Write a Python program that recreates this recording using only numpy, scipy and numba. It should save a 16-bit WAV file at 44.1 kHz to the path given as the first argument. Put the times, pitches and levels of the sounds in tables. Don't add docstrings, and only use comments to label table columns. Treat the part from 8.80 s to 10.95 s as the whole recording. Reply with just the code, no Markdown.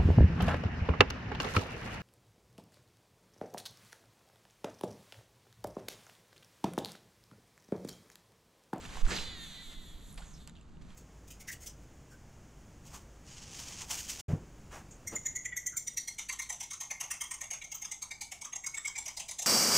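import sys
import numpy as np
from scipy import signal
from scipy.fft import rfft, irfft
from scipy.io import wavfile
from scipy.ndimage import uniform_filter1d
from numba import njit

SR = 44100
rng = np.random.default_rng(int(sys.argv[2]) if len(sys.argv) > 2 else 0)


def decibels_to_gain(level_db):
    exponent = np.asarray(level_db, float) / 20
    return 10 ** exponent


def dump(signal):
    limited = np.clip(np.atleast_2d(signal).T, -1, 1)
    pcm = np.round(limited * 32767).astype(np.int16)
    wavfile.write(sys.argv[1], SR, pcm)


N = 94815
TIME = np.arange(N) / SR

# [f/Hz, level/dB per Hz]
WIND_SPECTRUM = [(15, -8), (30, -14), (60, -12.5), (125, -23), (165, -17), (220, -21.5), (400, -34.5),
                 (800, -52)]
# [t/s, level/dB]
GUST_LEVEL = [(0, -48.5), (.2, -47), (.3, -38), (.42, -47.5), (.7, -54), (.98, -53), (1.17, -54),
              (1.3, -53), (1.55, -53.5), (1.8, -51.5), (2.05, -48.5), (2.15, -53.5)]
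# [f/Hz, level/dB per Hz]
MEADOW_SPECTRUM = [(150, -33), (350, 0.5), (1300, -1), (2500, -17.5), (4500, -18), (7500, -30),
                   (14000, -47)]
# [t/s, peak level/dB, width/s, 1 pull first or -1 push first]
BODY_JOLTS = [(.495, -52, .016, 1), (.881, -44, 0.0095, -1), (0.981, -40.5, 0.0079, -1),
              (1.006, -47.5, 0.014, 1), (1.154, -40.5, 0.0056, 1), (1.385, -44.5, 0.0064, 1),
              (1.433, -42.5, 0.0051, 1), (1.531, -45.5, 0.0093, 1), (2.035, -49, 0.0067, -1),
              (2.14, -47, .01, -1)]
# [f/Hz, level/dB per Hz]
CLOTH_SPECTRUM = [(150, -31), (400, -10.5), (1000, -8), (3800, -12), (7500, -18.5), (12000, -30.5),
                  (15000, -34)]
# [t/s, level/dB]
RUSTLE_LEVEL = [(0, -57.5), (.055, -49.5), (.075, -53), (.125, -50), (.155, -49.5), (.222, -49.5),
                (.255, -34), (.272, -47.5), (.4, -57), (.89, -63.5), (.92, -56), (.97, -69), (1.3, -72),
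                (1.42, -63.5), (1.66, -72), (1.71, -73.5), (2.0, -73.5), (2.11, -64.5)]
# [t/s, peak level/dB, ring f/Hz]
CLICK_RINGS = [(0.011, -41.5, 7660), (0.0518, -36, 1700), (.0525, -35, 2700), (.058, -37, 3570),
               (.06, -43, 1050), (0.139, -38, 1490), (.155, -35, 1020), (.171, -29, 980),
               (0.2655, -18.5, 1430), (.2655, -30, 2970), (.2655, -33, 4740), (0.32, -31, 3860),
               (.341, -34, 4900), (.364, -26, 4860), (0.375, -22, 3860), (0.386, -25.5, 2780),
               (1.3755, -43, 3400), (1.3795, -40.5, 2080), (1.3805, -44, 3240), (1.388, -44, 3840),
               (1.6955, -46.5, 3800), (1.6958, -46.5, 7160), (1.6955, -52, 10100), (1.7535, -47.5, 3680),
               (1.766, -53, 3230), (1.766, -57, 6900), (1.7728, -50, 2900), (1.786, -50, 2750),
               (1.811, -50.5, 7400), (1.813, -51.5, 2770), (1.97, -54, 2900), (2.022, -59, 7240),
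               (2.1042, -46, 3320)]
# [f/Hz, level/dB]
SNAP_MODES = [(2900, 5), (4400, 3.5), (7900, 6), (12300, -15)]
# [t/s,
# decay/s, level/dB, centre f/Hz, width f/Hz]
SCUFF_BANDS = [(0.277, 0.087, -52.5, 7560, 2200), (0.282, 0.045, -43.5, 1160, 1190),
               (0.307, 0.025, -38, 1620, 1180), (0.313, 0.024, -39, 436, 695),
               (1.375, 0.017, -48, 2416, 4430), (1.377, .03, -55, 899, 920),
               (1.401, 0.0078, -56.5, 910, 242), (1.418, .007, -48.5, 1530, 350),
               (1.373, 0.16, -63.5, 7170, 3040), (1.42, 0.024, -60, 3500, 1990),
               (1.475, 0.027, -71, 6580, 580), (1.533, 0.023, -60.5, 6340, 500),
               (1.539, 0.032, -57.5, 5390, 590), (1.555, 0.059, -65.5, 3930, 1400),
               (1.601, 0.067, -65.5, 3640, 1200), (1.453, 0.12, -72.5, 6580, 1200),
               (1.753, 0.048, -67, 3260, 1600), (2.012, 0.019, -63, 2320, 4870)]
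# [f/Hz, level/dB per Hz]
RUSH_SPECTRUM = [(90, -33), (170, -2.5), (2000, -7), (5000, -5), (8000, -18), (12000, -44), (15000, -33)]
# [t/s, centre f/Hz, level/dB]
ROD_SWEEP = [(.27, 7740, -62), (.298, 7600, -45.5), (.315, 1950, -40), (.335, 2330, -39),
             (.37, 3880, -40.5), (.39, 3930, -42), (.403, 4400, -45.5), (.45, 4800, -51),
             (.55, 4400, -68.5)]
# [f/Hz, level/dB per Hz]
LINE_SPECTRUM = [(3000, -23), (7200, 1), (9300, -4.5), (12000, -5), (14000, -13)]
# [t/s, pass f/Hz, level/dB]
SPOOL_SPEED = [(.36, 494, -43), (.42, 504, -50), (.496, 507.3, -48), (.544, 489.8, -50.5),
               (.59, 460.4, -51.5), (.634, 456.8, -50), (.7, 420.2, -53.5), (.775, 391, -53),
               (.815, 400, -55), (.894, 349.8, -56.5), (.944, 346.1, -59.5), (1.004, 339.3, -60.5),
               (1.058, 315, -62), (1.104, 308, -60.5), (1.246, 272, -65), (1.3, 269.5, -62),
               (1.37, 233, -73)]
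# [f/Hz, level/dB]
PASS_SPECTRUM = [(2600, -8), (3300, 0)]
# [f/Hz, level/dB]
REEL_BODY = [(900, -35), (1400, -11), (1950, -5), (2800, -9.5), (3500, 1.5), (4000, 1.5), (4600, -10.5),
             (5200, -29.5), (9000, -29.5)]
# [order of the pass rate, start t/s, end t/s, level/dB]
BEARING_WHINES = [(4, 0.43, 0.68, -64), (8, 0.346, 0.5, -67), (8, 0.57, 0.71, -58), (9, .39, 0.59, -61.5),
                  (9, 0.59, 0.81, -68), (10, 0.47, 0.77, -66), (10, 0.72, 0.875, -67), (5, 0.34, 0.57, -64),
                  (5, 0.775, 0.83, -57), (6, 0.74, 1.16, -73.5), (14, 0.47, 0.7, -68), (15, 0.57, 0.8, -69),
                  (10, 0.87, 1.006, -65), (24, 1, 1.17, -76)]
# [t/s, ring f/Hz, level/dB]
PIN_RING = [(.95, 12400, -79), (1.2, 11510, -78), (1.318, 11310, -72), (1.327, 10460, -61),
            (1.345, 9590, -60), (1.353, 10400, -70), (1.367, 10270, -64), (1.385, 9890, -78)]
# [f/Hz, level/dB]
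SIDE_LEVEL = [(30, -15), (125, -6), (500, -9), (2000, -7), (4000, -14), (8000, -18), (12000, -6)]
# [f/Hz, level/dB]
LEFT_LEAN = [(30, -0.5), (125, 0), (2000, -3), (8000, -1.5), (12000, 3)]
# [f/Hz, level/dB]
PORT_HOUSING = [(4700, 0.5), (5400, -2.5), (6500, 4.5), (8000, 3), (9300, -0.5), (12500, 1.5), (14000, -8),
                (15500, -10)]


def level(x, db):
    return x * decibels_to_gain(db) / np.sqrt(np.mean(x ** 2))


def curve(table, col):
    return np.interp(TIME, np.array(table)[:, 0], np.array(table)[:, col])


def colour(x, points, power=1):
    hz, db = np.array(points, float).T
    log_hz = np.log(np.arange(N // 2 + 1) * SR / N + 1)
    return irfft(rfft(x) * decibels_to_gain(power * np.interp(log_hz, np.log(hz), db)), N)


@njit
def svf(x, hz, width):
    y, b, l = np.empty(len(x)), 0., 0.
    for i in range(len(x)):
        g, k = np.tan(np.pi * hz[i] / SR), width[i] / hz[i]
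        v = (b + g * (x[i] - l)) / (1 + g * (g + k))
        b, l, y[i] = 2 * v - b, l + 2 * g * v, k * v
    return y


def band(x, hz, width_hz):
    return svf(x, hz + 0 * TIME, width_hz + 0 * TIME)


def noise():
    return rng.standard_normal(N)


def walk(rate):
    k = int(SR / rate)
    held = np.repeat(rng.standard_normal(N // k + 1), k)
    return 1.196 * uniform_filter1d(uniform_filter1d(held, k), k)[:N]


def ring(at, hz, t60, rise=.0001):
    age = np.maximum(TIME - at, 0)
    onset = 1 - np.exp(-(age / rise) ** 2)
    return np.sin(2 * np.pi * hz * age) * np.exp(-np.log(1000) * age / t60) * onset


def decay(at, seconds):
    return (TIME >= at) * np.exp(-np.maximum(TIME - at, 0) / seconds)


def fade(a, b, edge):
    return np.clip((TIME - a) / edge, 0, 1) * np.clip((b - TIME) / edge, 0, 1)


def air():
    low = level(colour(noise(), WIND_SPECTRUM + [(2000, -80)]), 0)
    octaves_hz = 19.1 * 2 ** np.arange(6)
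    wind = sum(decibels_to_gain(3 * walk(8.55)) * band(low, hz, 0.69 * hz) for hz in octaves_hz)
    meadow = level(colour(noise(), MEADOW_SPECTRUM), -69.5) * decibels_to_gain(walk(4.3))
    return level(wind, 0) * decibels_to_gain(curve(GUST_LEVEL, 1)) + meadow


def bump():
    hit_s, width_s, left_lag_s = 0.2488, 0.0094, .004
    u = (TIME - hit_s - np.array([[left_lag_s], [0]])) / width_s
    lead_in = 0.42 * (u / 2) * np.exp(-u * u / 8) * (u < 0)
    push = u * np.exp(.5 - u * u / 2) + lead_in
    sway = decibels_to_gain(-17.5) * (ring(0.375, 4, t60=0.66) + np.exp(-((TIME - .195) / 0.026) ** 2))
    jolts = 0
    for t, db, s, way in BODY_JOLTS:
        v = (TIME - t) / s
        jolts = jolts + np.sign(way) * decibels_to_gain(db) * v * np.exp(.5 - v ** 2 / 2)
    pan = lambda db: decibels_to_gain(np.array([[db], [-db]]) / 2)
    return decibels_to_gain(-19) * (push + sway) * pan(-6.5) + jolts * pan(-4)


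def sleeve():
    grains_per_s, spread_db = 16000, 1.3
    draw = rng.random((2, N))
    grains = (draw[0] < grains_per_s / SR) * decibels_to_gain(-spread_db * np.log(draw[1])) * noise()
    return level(colour(grains, CLOTH_SPECTRUM), 0) * decibels_to_gain(curve(RUSTLE_LEVEL, 1) + walk(39.7))


def clicks(hiss):
    out = 0
    for t, db, hz in CLICK_RINGS:
        crack = decibels_to_gain(-15) * hiss * decay(t, .001)
        out = out + decibels_to_gain(db) * (ring(t, hz, t60=.009, rise=.0006) + crack)
    return out


def snap(hiss):
    at = 1.6752
    modes = sum(decibels_to_gain(db) * ring(at, hz, t60=.004) for hz, db in SNAP_MODES) / 2
    crack = decibels_to_gain(-8) * noise() * decay(at, .0005)
    tail = decibels_to_gain(-19) * hiss * decay(at, .016)
    return decibels_to_gain(-37) * (modes + crack + tail)


def scuffs():
    rub = noise() * decibels_to_gain(1.23 * walk(250))
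    out = 0
    for t, s, db, hz, width in SCUFF_BANDS:
        squeak = level(band(band(rub, hz, width), hz, width), db)
        out = out + squeak * np.clip((TIME - t) / 0.0012, 0, 1) * decay(t, s)
    return out


def handling():
    hiss = level(colour(noise(), CLOTH_SPECTRUM), 0)
    return clicks(hiss) + snap(hiss) + scuffs()


def rod():
    hz = curve(ROD_SWEEP, 1)
    hump = level(band(noise(), hz, .5 * hz), 0)
    rush = level(colour(noise(), RUSH_SPECTRUM), 5.5)
    swing_db = curve(ROD_SWEEP, 2) - 5.5 + 2 * walk(87.8)
    return (hump + rush) * decibels_to_gain(swing_db) * fade(0.2947, .56, 0.0082)


def line():
    hiss = level(colour(noise(), LINE_SPECTRUM), -13.5)
    flow_db = 0.4 * (curve(SPOOL_SPEED, 2) + 51) - 49.5 + 2.0 * walk(19.56)
    return hiss * decibels_to_gain(flow_db) * fade(0.534, 1.69, 0.055)


def harmonic(phase, k):
    return np.cos(2 * np.pi * k * phase + .16 * k * k)


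def whir(phase):
    pulses = sum(decibels_to_gain(2.6 * walk(11.17)) * harmonic(phase, k) for k in range(2, 22))
    blur = decibels_to_gain(-24 * np.maximum(TIME - 1.0, 0))
    rattle = level(np.exp(-(phase % 1) / 0.48) * noise(), 0)
    drive = blur * colour(level(pulses, 0), PASS_SPECTRUM) + rattle
    return level(colour(drive, REEL_BODY), 0) * decibels_to_gain(curve(SPOOL_SPEED, 2)) * fade(0.34, 1.7, 0.05)


def whines(phase):
    out = 0
    for k, a, b, db in BEARING_WHINES:
        out = out + decibels_to_gain(db + 2 * walk(23.0)) * fade(a, b, 0.04) * harmonic(phase, k)
    return out


def pins(phase):
    turn = phase / 2
    strike = np.diff(np.floor(turn), prepend=0) * decibels_to_gain(2 * walk(77.8))
    tick = strike + 0.26 * np.exp(-(turn % 1) / .05) * noise()
    hz, width_hz = curve(PIN_RING, 1), 1800
    rung = band(band(tick, hz, width_hz), hz, width_hz)
    return level(rung, 0) * decibels_to_gain(curve(PIN_RING, 2)) * fade(0.87, 1.385, .004)


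def reel():
    pass_hz = curve(SPOOL_SPEED, 1) * (1 + 0.00193 * walk(60))
    phase = np.cumsum(pass_hz) / SR
    return whir(phase) + whines(phase) + pins(phase)


def diffuse():
    return air() + sleeve() + rod() + line()


def scene():
    gear = handling() + reel()
    mid = gear + diffuse()
    side = colour(np.roll(gear, 37) + diffuse(), SIDE_LEVEL)
    left = colour(mid + side, LEFT_LEAN, 1 / 2)
    right = colour(mid - side, LEFT_LEAN, -1 / 2)
    port_lag_s = 1.7e-5
    early = np.exp(2j * np.pi * np.arange(N // 2 + 1) * SR / N * port_lag_s)
    return np.array([left, irfft(rfft(right) * early, N)]) + bump()


def top_cut(x):
    return signal.sosfilt(signal.butter(12, 15610, fs=SR, output="sos"), x)


def record(dry):
    limit_db, release_s = -29, .02
    loud = uniform_filter1d(np.abs(dry).max(axis=0), int(release_s * SR))
    gain = np.minimum(1, decibels_to_gain(limit_db) / (loud + 1e-9)) ** 1.5
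    bass = colour(dry, [(120, 0), (300, -40)])
    mix = bass + gain * colour(dry - bass, PORT_HOUSING)
    return top_cut(mix)


dry = scene()
out = record(dry)
dump(out)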